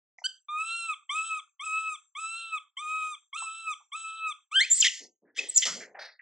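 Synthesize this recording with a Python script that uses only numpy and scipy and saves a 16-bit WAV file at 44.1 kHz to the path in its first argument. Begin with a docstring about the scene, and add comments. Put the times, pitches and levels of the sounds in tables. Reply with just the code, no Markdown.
"""A young monkey calls from hard ground, a few metres from a stereo microphone.
Its vocal folds and throat give a chirp, seven whimpers, a rising cry, a yelp and shrill whistles
that break into rasps. Hands and feet scuff the dirt. Trees and walls give a short echo;
a noise suppressor turns down faint sound and chops the tails."""
import sys
import numpy as np
from scipy import signal
from scipy.fft import rfft, irfft, next_fast_len
from scipy.io import wavfile
from scipy.ndimage import uniform_filter1d

SR = 44100
rng = np.random.default_rng(int(sys.argv[2]) if len(sys.argv) > 2 else 0)


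def dump_mix(stems):
    """Bounce the given channels to the path in sys.argv[1] as a 16-bit WAV at rate SR."""
    frames = np.atleast_2d(stems).T  # one column per channel
    limited = np.clip(frames, -1, 1)  # hard clip at full scale
    pcm = np.round(limited * 32767).astype(np.int16)
    wavfile.write(sys.argv[1], SR, pcm)


N = 273861

# Scuffs on dirt. Each row: start in seconds, decay time in seconds, level in dB, centre in Hz, width in Hz.
DIRT_SCUFFS = [(0.184, 0.008, -50, 2090, 495), (0.181, 0.014, -57, 788, 397),
               (0.181, 0.046, -64.5, 5840, 1576), (0.215, 0.0089, -45, 795, 398),
               (3.419, 0.019, -39, 1043, 462), (3.801, 0.022, -61, 930, 346), (4.523, 0.32, -75, 371, 411),
               (5.001, 0.064, -57, 373, 416), (5.219, 0.088, -63, 362, 493), (5.251, 0.1, -67, 1810, 800),
               (5.376, 0.1, -50.5, 445, 526), (5.648, 0.076, -47.5, 550, 513), (5.657, 0.17, -53, 218, 158),
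               (5.659, 0.068, -42, 1324, 620), (5.749, 0.17, -53, 479, 478),
               (5.803, 0.064, -47.5, 1850, 890), (5.943, 0.11, -49.5, 660, 487),
               (5.944, 0.04, -47, 1703, 830), (5.987, 0.086, -43, 1770, 930),
               (5.992, 0.099, -48, 4420, 2340), (6.191, 0.03, -48.5, 1905, 577)]
# Chirp, rising cry and yelp, one list each. Each row: time in seconds, pitch in Hz,
# level of harmonics 4-10 in dB, effort (gain of harmonics 1-3) in dB.
CRY_TRACKS = [
    [(0.239, 1451, -48.5, 2.5), (0.253, 1500, -40, 1.9), (0.263, 1548, -40.5, 4.4), (0.272, 1660, -61.5, 2)],
    [(4.512, 1090, -56, -8), (4.56, 1546, -45, 10.5), (4.568, 1610, -39, 14), (4.588, 1548, -45.5, 13),
     (4.606, 1857, -34.5, 18), (4.614, 2076, -42.5, 25), (4.63, 2205, -52.5, 13), (4.656, 2630, -71, 7.5)],
    [(5.362, 1424, -60.5, -12), (5.382, 2218, -61, -4), (5.391, 2547, -59, 19.5), (5.401, 2600, -56.5, 0.5)],
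]
# Seven whimpers, each up to its sob. Rows as in CRY_TRACKS.
WHIMPER_TRACKS = [
    [(0.484, 1181, -83, 0), (0.507, 1213, -65.5, -1), (0.563, 1228, -61.5, 3), (0.599, 1278, -49, -0.5),
     (0.665, 1329, -43.5, 4), (0.753, 1368, -48.5, 3.5), (0.779, 1365, -44, -0.5),
     (0.859, 1344, -46.5, 2.5), (0.915, 1264, -48.5, 1.5)],
    [(1.092, 1009, -67.5, 8), (1.114, 1163, -43, 3.5), (1.14, 1205, -47.5, 0.5), (1.162, 1279, -43.5, 0.5),
     (1.27, 1323, -41.5, 3), (1.342, 1277, -51, -1.5), (1.374, 1267, -49.5, -2)],
    [(1.594, 1028, -81.5, -3), (1.612, 1130, -49, -2.5), (1.636, 1248, -55, -5.5), (1.652, 1319, -40.5, -7),
     (1.676, 1273, -45.5, -3), (1.784, 1292, -49.5, 2), (1.8, 1297, -46, -4), (1.872, 1295, -52.5, -2),
     (1.932, 1240, -47, -3.5)],
    [(2.15, 1050, -73.5, -2.5), (2.168, 1154, -51, -2.5), (2.188, 1253, -52, -4), (2.2, 1305, -43.5, -6.5),
     (2.244, 1312, -42.5, 8), (2.388, 1358, -50, -3), (2.424, 1352, -55, -3), (2.502, 1325, -57.5, -1.5),
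     (2.558, 1268, -51.5, 1)],
    [(2.768, 1002, -62, 0.5), (2.794, 1156, -49.5, -3.5), (2.828, 1253, -55.5, -5.5),
     (2.848, 1226, -52.5, -3), (2.92, 1272, -50, -0.5), (2.98, 1270, -53.5, 2), (3.108, 1243, -48.5, -4.5),
     (3.125, 1216, -49, -3)],
    [(3.328, 1060, -78, 4.5), (3.344, 1140, -49, -4.5), (3.372, 1328, -46, -0.5),
     (3.384, 1377, -46.5, -1.5), (3.406, 1305, -42, 3), (3.438, 1331, -40, 4.5), (3.472, 1299, -48, -1),
     (3.6, 1331, -50.5, -0.5), (3.67, 1302, -53, -1), (3.712, 1241, -43, 1.5)],
    [(3.918, 1040, -69, -5.5), (3.934, 1154, -54, -2.5), (3.958, 1295, -52, -3), (3.968, 1310, -46, -1),
     (4.028, 1324, -45, -1.5), (4.046, 1299, -48.5, -3), (4.182, 1311, -59, -2.5), (4.252, 1293, -70, -0.5),
     (4.282, 1256, -46.5, 1), (4.298, 1236, -47, 0)],
]
# Sob closing each whimper. Each row: time after the last point in seconds, pitch in Hz,
# change of harmonics 4-10 in dB, change of effort in dB.
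SOB_TRACK = [(.022, 1167, -10, -4), (0.032, 1035, -13.5, -9)]
# Mix per call, whimpers first. Each row: 3rd harmonic gain in dB, breath in dB, left minus right in dB.
CALL_MIX = [(-3, -60.5, -0.5), (-2.5, -58, 0.7), (-2, -64.5, 1.2), (-2.5, -60, -0.2), (-1.5, -66, 0.5),
            (-3, -59, -0.5), (0.5, -62, 0.5), (13, -56.5, -1), (-8.5, -47, 0.5), (-38.5, -48, 3)]
# Harmonics 1-3 at zero effort, shaped by throat and ground. Each row: frequency in Hz, level in dB.
LOW_SPECTRUM = [(1000, -51.5), (1180, -36.5), (1275, -32.5), (1310, -47.5), (1365, -44.5), (1550, -41),
                (2090, -43.5), (2300, -39.5), (2430, -53), (2500, -37), (2590, -32.5), (2625, -49.5),
                (2680, -40.5), (2745, -37), (3120, -31), (3400, -41), (3600, -38), (3750, -55.5),
                (4000, -54.5), (4110, -42.5), (4500, -52)]
# Balance of harmonics 4-10. Each row: frequency in Hz, relative level in dB.
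TREBLE_SPECTRUM = [(4000, -28), (5300, -12), (6000, 1), (6500, -13.5), (7300, 1.5), (8000, 5.5),
                   (8800, -3.5), (9500, -19), (10200, -55.5), (11200, -57), (12000, -30.5)]
# Throat resonances for breath and rasps. Each row: centre in Hz, width in Hz, gain in dB.
BREATH_MODES = [(1400, 820, -14.5), (3222, 480, 2.5), (3560, 1100, 3.5), (7000, 3000, -28)]
RASP_LOW_MODES = [(2001, 417, -7), (3375, 1240, -8.5)]
RASP_HIGH_MODES = [(4560, 1000, -19.5), (5400, 4500, -4)]
# Rasps. Each row: start in seconds, length in seconds, level in dB, level change in dB,
# treble gain in dB, slap share of the power from 0 to 1.
RASP_BURSTS = [(4.619, 0.32, -43.5, -12.5, -15, 0.03), (4.735, 0.18, -43, 13, 10.5, 0.5),
               (4.842, 0.049, -20, -3, -13, 0.44), (4.889, 0.27, -39, -23.5, -4.5, 0.22),
               (5.346, 0.056, -70, 55.5, -10.5, 0.94), (5.392, 0.17, -37.5, -24, -11.5, 0.05),
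               (5.502, 0.069, -51.5, -4, -7, 0.4), (5.545, 0.12, -46, 10.5, 1, 0.1),
               (5.619, 0.037, -28, -2, -13, 0.56), (5.652, 0.07, -25.5, -21, -6, 0.76),
               (5.661, 0.3, -31.5, -38, -3, 0.7)]
# Whistles, one list each. Each row: time in seconds, pitch in Hz, level in dB.
WHISTLE_TRACKS = [
    [(4.7, 7240, -33.5), (4.716, 7220, -15), (4.724, 7120, -19), (4.732, 7240, -14.5), (4.742, 7500, -25.5),
     (4.758, 8450, -32.5), (4.78, 7900, -28), (4.796, 7110, -27.5)],
    [(4.798, 7450, -26.5), (4.804, 7390, -19.5), (4.811, 6820, -12.5), (4.813, 5800, -22),
     (4.819, 4900, -27.5), (4.823, 3400, -24.5), (4.828, 3100, -13.5), (4.833, 2800, -26),
     (4.846, 2010, -36.5)],
    [(4.874, 3300, -28), (4.884, 2950, -24), (4.892, 2500, -34.5)],
    [(5.485, 8200, -45), (5.495, 8000, -30), (5.501, 7800, -26), (5.507, 7350, -50.5)],
    [(5.54, 7600, -44), (5.558, 6900, -31.5), (5.563, 7050, -14), (5.567, 7270, -22.5), (5.574, 7270, -14),
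     (5.581, 6560, -15), (5.583, 6100, -31), (5.587, 5950, -14), (5.591, 5300, -32.5), (5.604, 4300, -43.5)],
    [(5.62, 3300, -30), (5.632, 3100, -25), (5.647, 2800, -35)],
]
# Whistle side tones. Each row: frequency in Hz, level against the main tone in dB.
SIDE_TONE_SPECTRUM = [(3600, -34), (6000, -11), (8500, -40.5), (11000, -33), (12600, -50), (14500, -33.5),
                      (16000, -55.5)]
# Band that leaves reflect best: centre in Hz, width in Hz, gain in dB.
LEAF_BAND = (6800, 3000, 9.9)


def undb(db):
    return 10 ** (np.asarray(db) / 20)


def unit(x):
    return x / np.sqrt(np.mean(x ** 2))


def smooth(x, samples):
    return uniform_filter1d(x, samples, mode="nearest")


def high_pass(x, hz):
    return signal.sosfilt(signal.butter(6, hz, "high", fs=SR, output="sos"), x)


def level_at(hz, spectrum):
    return np.interp(hz, *np.transpose(spectrum))


def resonate(x, modes):
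    """Parallel resonances, each applied three times for deep valleys."""
    total = 0
    for hz, width_hz, db in modes:
        rung = x
        for _ in range(3):
            rung = signal.lfilter(*signal.iirpeak(hz, hz / width_hz, SR), rung)
        total += undb(db) * rung
    return total


def flutter(n, rate_hz):
    """Smooth random wobble, RMS 1."""
    k = int(SR / rate_hz)
    return unit(uniform_filter1d(uniform_filter1d(rng.standard_normal(n + 2 * k), k), k)[k:n + k])


def spread(track, edge_s):
    """First sample, a fade at both ends, and each column per sample."""
    times, *columns = np.transpose(track)
    start = int(times[0] * SR)
    t = np.arange(start, int(times[-1] * SR)) / SR
    fade = np.clip(np.minimum(t - times[0], times[-1] - t) / edge_s, 0, 1)
    return start, fade, [np.interp(t, times, column) for column in columns]


def add(out, start, x):
    out[..., start:start + x.shape[-1]] += x[..., :N - start]


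def scuff(out, start_s, decay_s, db, hz, width_hz, rise_cycles=5.7):
    """Grit dragged under a hand or foot: a patchy burst, slower to swell the lower it lies."""
    t = np.arange(int((2 * decay_s + 0.023) * SR)) / SR
    envelope = np.minimum(t * hz / rise_cycles, 1) * np.exp(-(t / decay_s) ** 2)
    grit = unit(resonate(rng.standard_normal(len(t)), [(hz, width_hz, 0)]))
    patchy_db = 1.8 * flutter(len(t), 83)
    add(out, int(start_s * SR), undb(db + patchy_db) * envelope * grit)


def harmonics(hz, glide, treble_db, effort_db, third_db, catch_s=0.013, catch_db=14):
    """Ten harmonics of the folds; uneven beats put a noisy skirt round each, stronger higher up."""
    n = len(hz)
    phase = 2 * np.pi * np.cumsum(hz * (1 + 0.003 * flutter(n, 50))) / SR
    low_db = [smooth(effort_db + level_at(k * hz, LOW_SPECTRUM), 260) for k in (0.99, 2, 3.034)]
    remaining_s = np.arange(n)[::-1] / SR
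    low_db[2] += third_db + catch_db * np.clip(1 - remaining_s / catch_s, 0, 1)
    high_db = np.array([level_at(k * hz, TREBLE_SPECTRUM) for k in range(4, 11)])
    high_db += treble_db - 10 * np.log10(np.sum(undb(high_db) ** 2, axis=0))
    tone = 0
    for k, db in enumerate([*low_db, *high_db], start=1):
        skirt = 0.0011 * k + (0.2 + 0.5 * glide) * (k > 3)
        rolloff = np.clip((12600 - k * hz) / 300, 0, 1)
        tone += undb(db) * (1 + skirt * flutter(n, 290)) * np.sin(k * phase + k * k) * rolloff
    return np.sqrt(2) * tone


def breath(hz, glide, treble_db, effort_db, breath_db, glide_hiss_db=22, linger_s=0.08, db_per_hz=0.2):
    """Air through the throat: stronger at high pitch, hissing during and just after a glide."""
    keep = np.exp(-1 / SR / linger_s)
    lingering = signal.lfilter([1 - keep], [1, -keep], glide, zi=[keep * glide[0]])[0]
    hiss_db = glide_hiss_db * np.maximum(lingering, glide / 2) + 0.46 * (treble_db - np.mean(treble_db))
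    noise = rng.standard_normal(len(hz))
    air = resonate(noise, BREATH_MODES[:-1]) + resonate(noise, BREATH_MODES[-1:]) * undb(hiss_db)
    air = resonate(air, [(centre_hz, width_hz, 0) for centre_hz, width_hz, _ in BREATH_MODES])
    push_db = 0.19 * (effort_db - np.mean(effort_db)) + np.clip(db_per_hz * (hz - np.mean(hz)), -12, 6)
    patchy_db = 3.5 * flutter(len(hz), 25)
    return unit(high_pass(air, 1000)) * undb(breath_db + push_db + patchy_db)


def voice(out, track, third_db, breath_db, pan_db, full_glide_hz_per_s=3500):
    """One cry or whimper: fold harmonics plus breath on a rounded pitch curve."""
    start, fade, (hz, treble_db, effort_db) = spread(track, edge_s=0.007)
    hz = smooth(hz, 350)
    glide = np.clip(abs(np.gradient(hz)) * SR / full_glide_hz_per_s, 0, 1)
    tone = harmonics(hz, glide, treble_db, effort_db, third_db)
    air = breath(hz, glide, treble_db, effort_db, breath_db)
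    pan = undb([[pan_db / 2], [-pan_db / 2]])
    add(out, start, fade * (tone + air) * pan)


def rasp(out, start_s, length_s, db, change_db, treble_db, slap_share, slap_hz=429, release_share=0.41):
    """The folds slap irregularly over rushing air; both ring the open throat."""
    ramp = [(start_s, db), (start_s + length_s, db + change_db)]
    start, fade, (level_db,) = spread(ramp, edge_s=0.002)
    n = len(fade)
    release = np.minimum(np.arange(n)[::-1] / n / release_share, 1) ** 2
    cycles = np.cumsum(slap_hz * (1 + 0.4 * flutter(n, 300))) / SR
    slaps = np.diff(np.floor(cycles), prepend=0) * undb(flutter(n, 628))
    air = rng.standard_normal(n) * undb(2 * flutter(n, 120))
    puffs = np.sqrt(slap_share) * unit(slaps) + np.sqrt(1 - slap_share) * air
    rung = resonate(puffs, RASP_LOW_MODES) + undb(treble_db) * resonate(puffs, RASP_HIGH_MODES)
    mouth = signal.sosfilt(signal.butter(8, 7900, fs=SR, output="sos"), rung)
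    faint_top = undb(treble_db) * resonate(puffs, [(10000, 10000 / 6, -27.5)])
    add(out, start, fade * release * undb(level_db) * unit(mouth + faint_top))


def whistle(out, track, hoarse_hz_per_s=150000):
    """Stretched folds give one unsteady tone, hoarse in a fast dive; uneven beats add side tones."""
    start, fade, (hz, db) = spread(track, edge_s=0.002)
    n = len(hz)
    dive = uniform_filter1d(np.clip(-np.gradient(hz) * SR / hoarse_hz_per_s, 0, 1), 90)
    jitter = 0.012 * flutter(n, 400) + 0.06 * dive * flutter(n, 1000)
    phase = 2 * np.pi * np.cumsum(hz * (1 + jitter)) / SR
    tone = (1 + (0.1 + 0.25 * dive) * flutter(n, 1200)) * np.sin(phase)
    for ratio in (0.5, 1.5, 2):
        side_db = level_at(ratio * hz, SIDE_TONE_SPECTRUM)
        tone += undb(side_db) * (1 + flutter(n, 800)) * np.sin(ratio * phase)
    add(out, start, high_pass(fade * np.sqrt(2) * undb(smooth(db, 60)) * tone, 1500))


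def scatter(x, db, t60_s, rise_s, correlation=0.77):
    """Decaying diffuse reflections, partly alike left and right."""
    t = np.arange(SR // 2) / SR
    mid, side = rng.standard_normal((2, len(t))) * undb(-60 * t / t60_s) * np.minimum(t / rise_s, 1)
    pair = np.sqrt(1 + correlation) * mid + np.sqrt(1 - correlation) * np.array([side, -side])
    return signal.fftconvolve(x, undb(db) * unit(pair) / np.sqrt(len(t)), axes=1)[:, :N]


def echo(x):
    """Near walls answer briefly; far trees ring longer, their stirring leaves smearing the tones."""
    smeared = x * (0.2 + flutter(N, 300))
    smeared += resonate(smeared, [LEAF_BAND])
    walls = scatter(x, db=-14, t60_s=0.27, rise_s=0.015)
    trees = scatter(smeared, db=-23.5, t60_s=0.55, rise_s=0.0034)
    return walls + trees


def microphone(x, lag_s=24e-6):
    """Sound reaches the left port just after the right."""
    size = next_fast_len(N)
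    hz = np.arange(size // 2 + 1) * SR / size
    half_lag = np.exp(-1j * np.pi * lag_s * hz)
    return irfft(rfft(x, size) * np.array([half_lag, 1 / half_lag]), size)[:, :N]


def suppressor(x, gate_db=-104, memory_s=0.17, memory_db=-23, slope_db_per_db=1.8):
    """Turns down each band under its threshold, which rises where sound has lasted."""
    frames = dict(nperseg=512, noverlap=384)
    spectrum = signal.stft(x, **frames)[2]
    power = np.mean(abs(spectrum) ** 2, axis=0)
    power = uniform_filter1d(uniform_filter1d(power, 5, axis=0), 5, axis=1)
    keep = np.exp(-128 / SR / memory_s)  # per 128-sample hop
    lasting = signal.lfilter([1 - keep], [1, -keep], power, axis=1)
    threshold = undb(2 * gate_db) + undb(2 * memory_db) * lasting
    under_db = np.minimum(10 * np.log10(power / threshold + 1e-20), 0)
    return signal.istft(spectrum * undb(slope_db_per_db * under_db), **frames)[1][:, :N]


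def scene():
    """Calls and scuffs with their echo, in stereo."""
    monkey = np.zeros((2, N))
    whimpers = []
    for track in WHIMPER_TRACKS:
        end_s, _, treble_db, effort_db = track[-1]
        sob = np.array(SOB_TRACK) + [end_s, 0, treble_db, effort_db]
        whimpers.append(np.vstack([track, sob]))
    for track, mix in zip(whimpers + CRY_TRACKS, CALL_MIX):
        voice(monkey, track, *mix)
    for track in WHISTLE_TRACKS:
        whistle(monkey, track)
    for row in RASP_BURSTS:
        rasp(monkey, *row)
    for row in DIRT_SCUFFS:
        scuff(monkey, *row)
    return microphone(monkey + echo(monkey))


def record(dry):
    """Noise suppressor, then a steep low-pass."""
    return signal.sosfilt(signal.ellip(8, 0.2, 70, 15700, fs=SR, output="sos"), suppressor(dry))


dry = scene()
out = record(dry)
dump_mix(out)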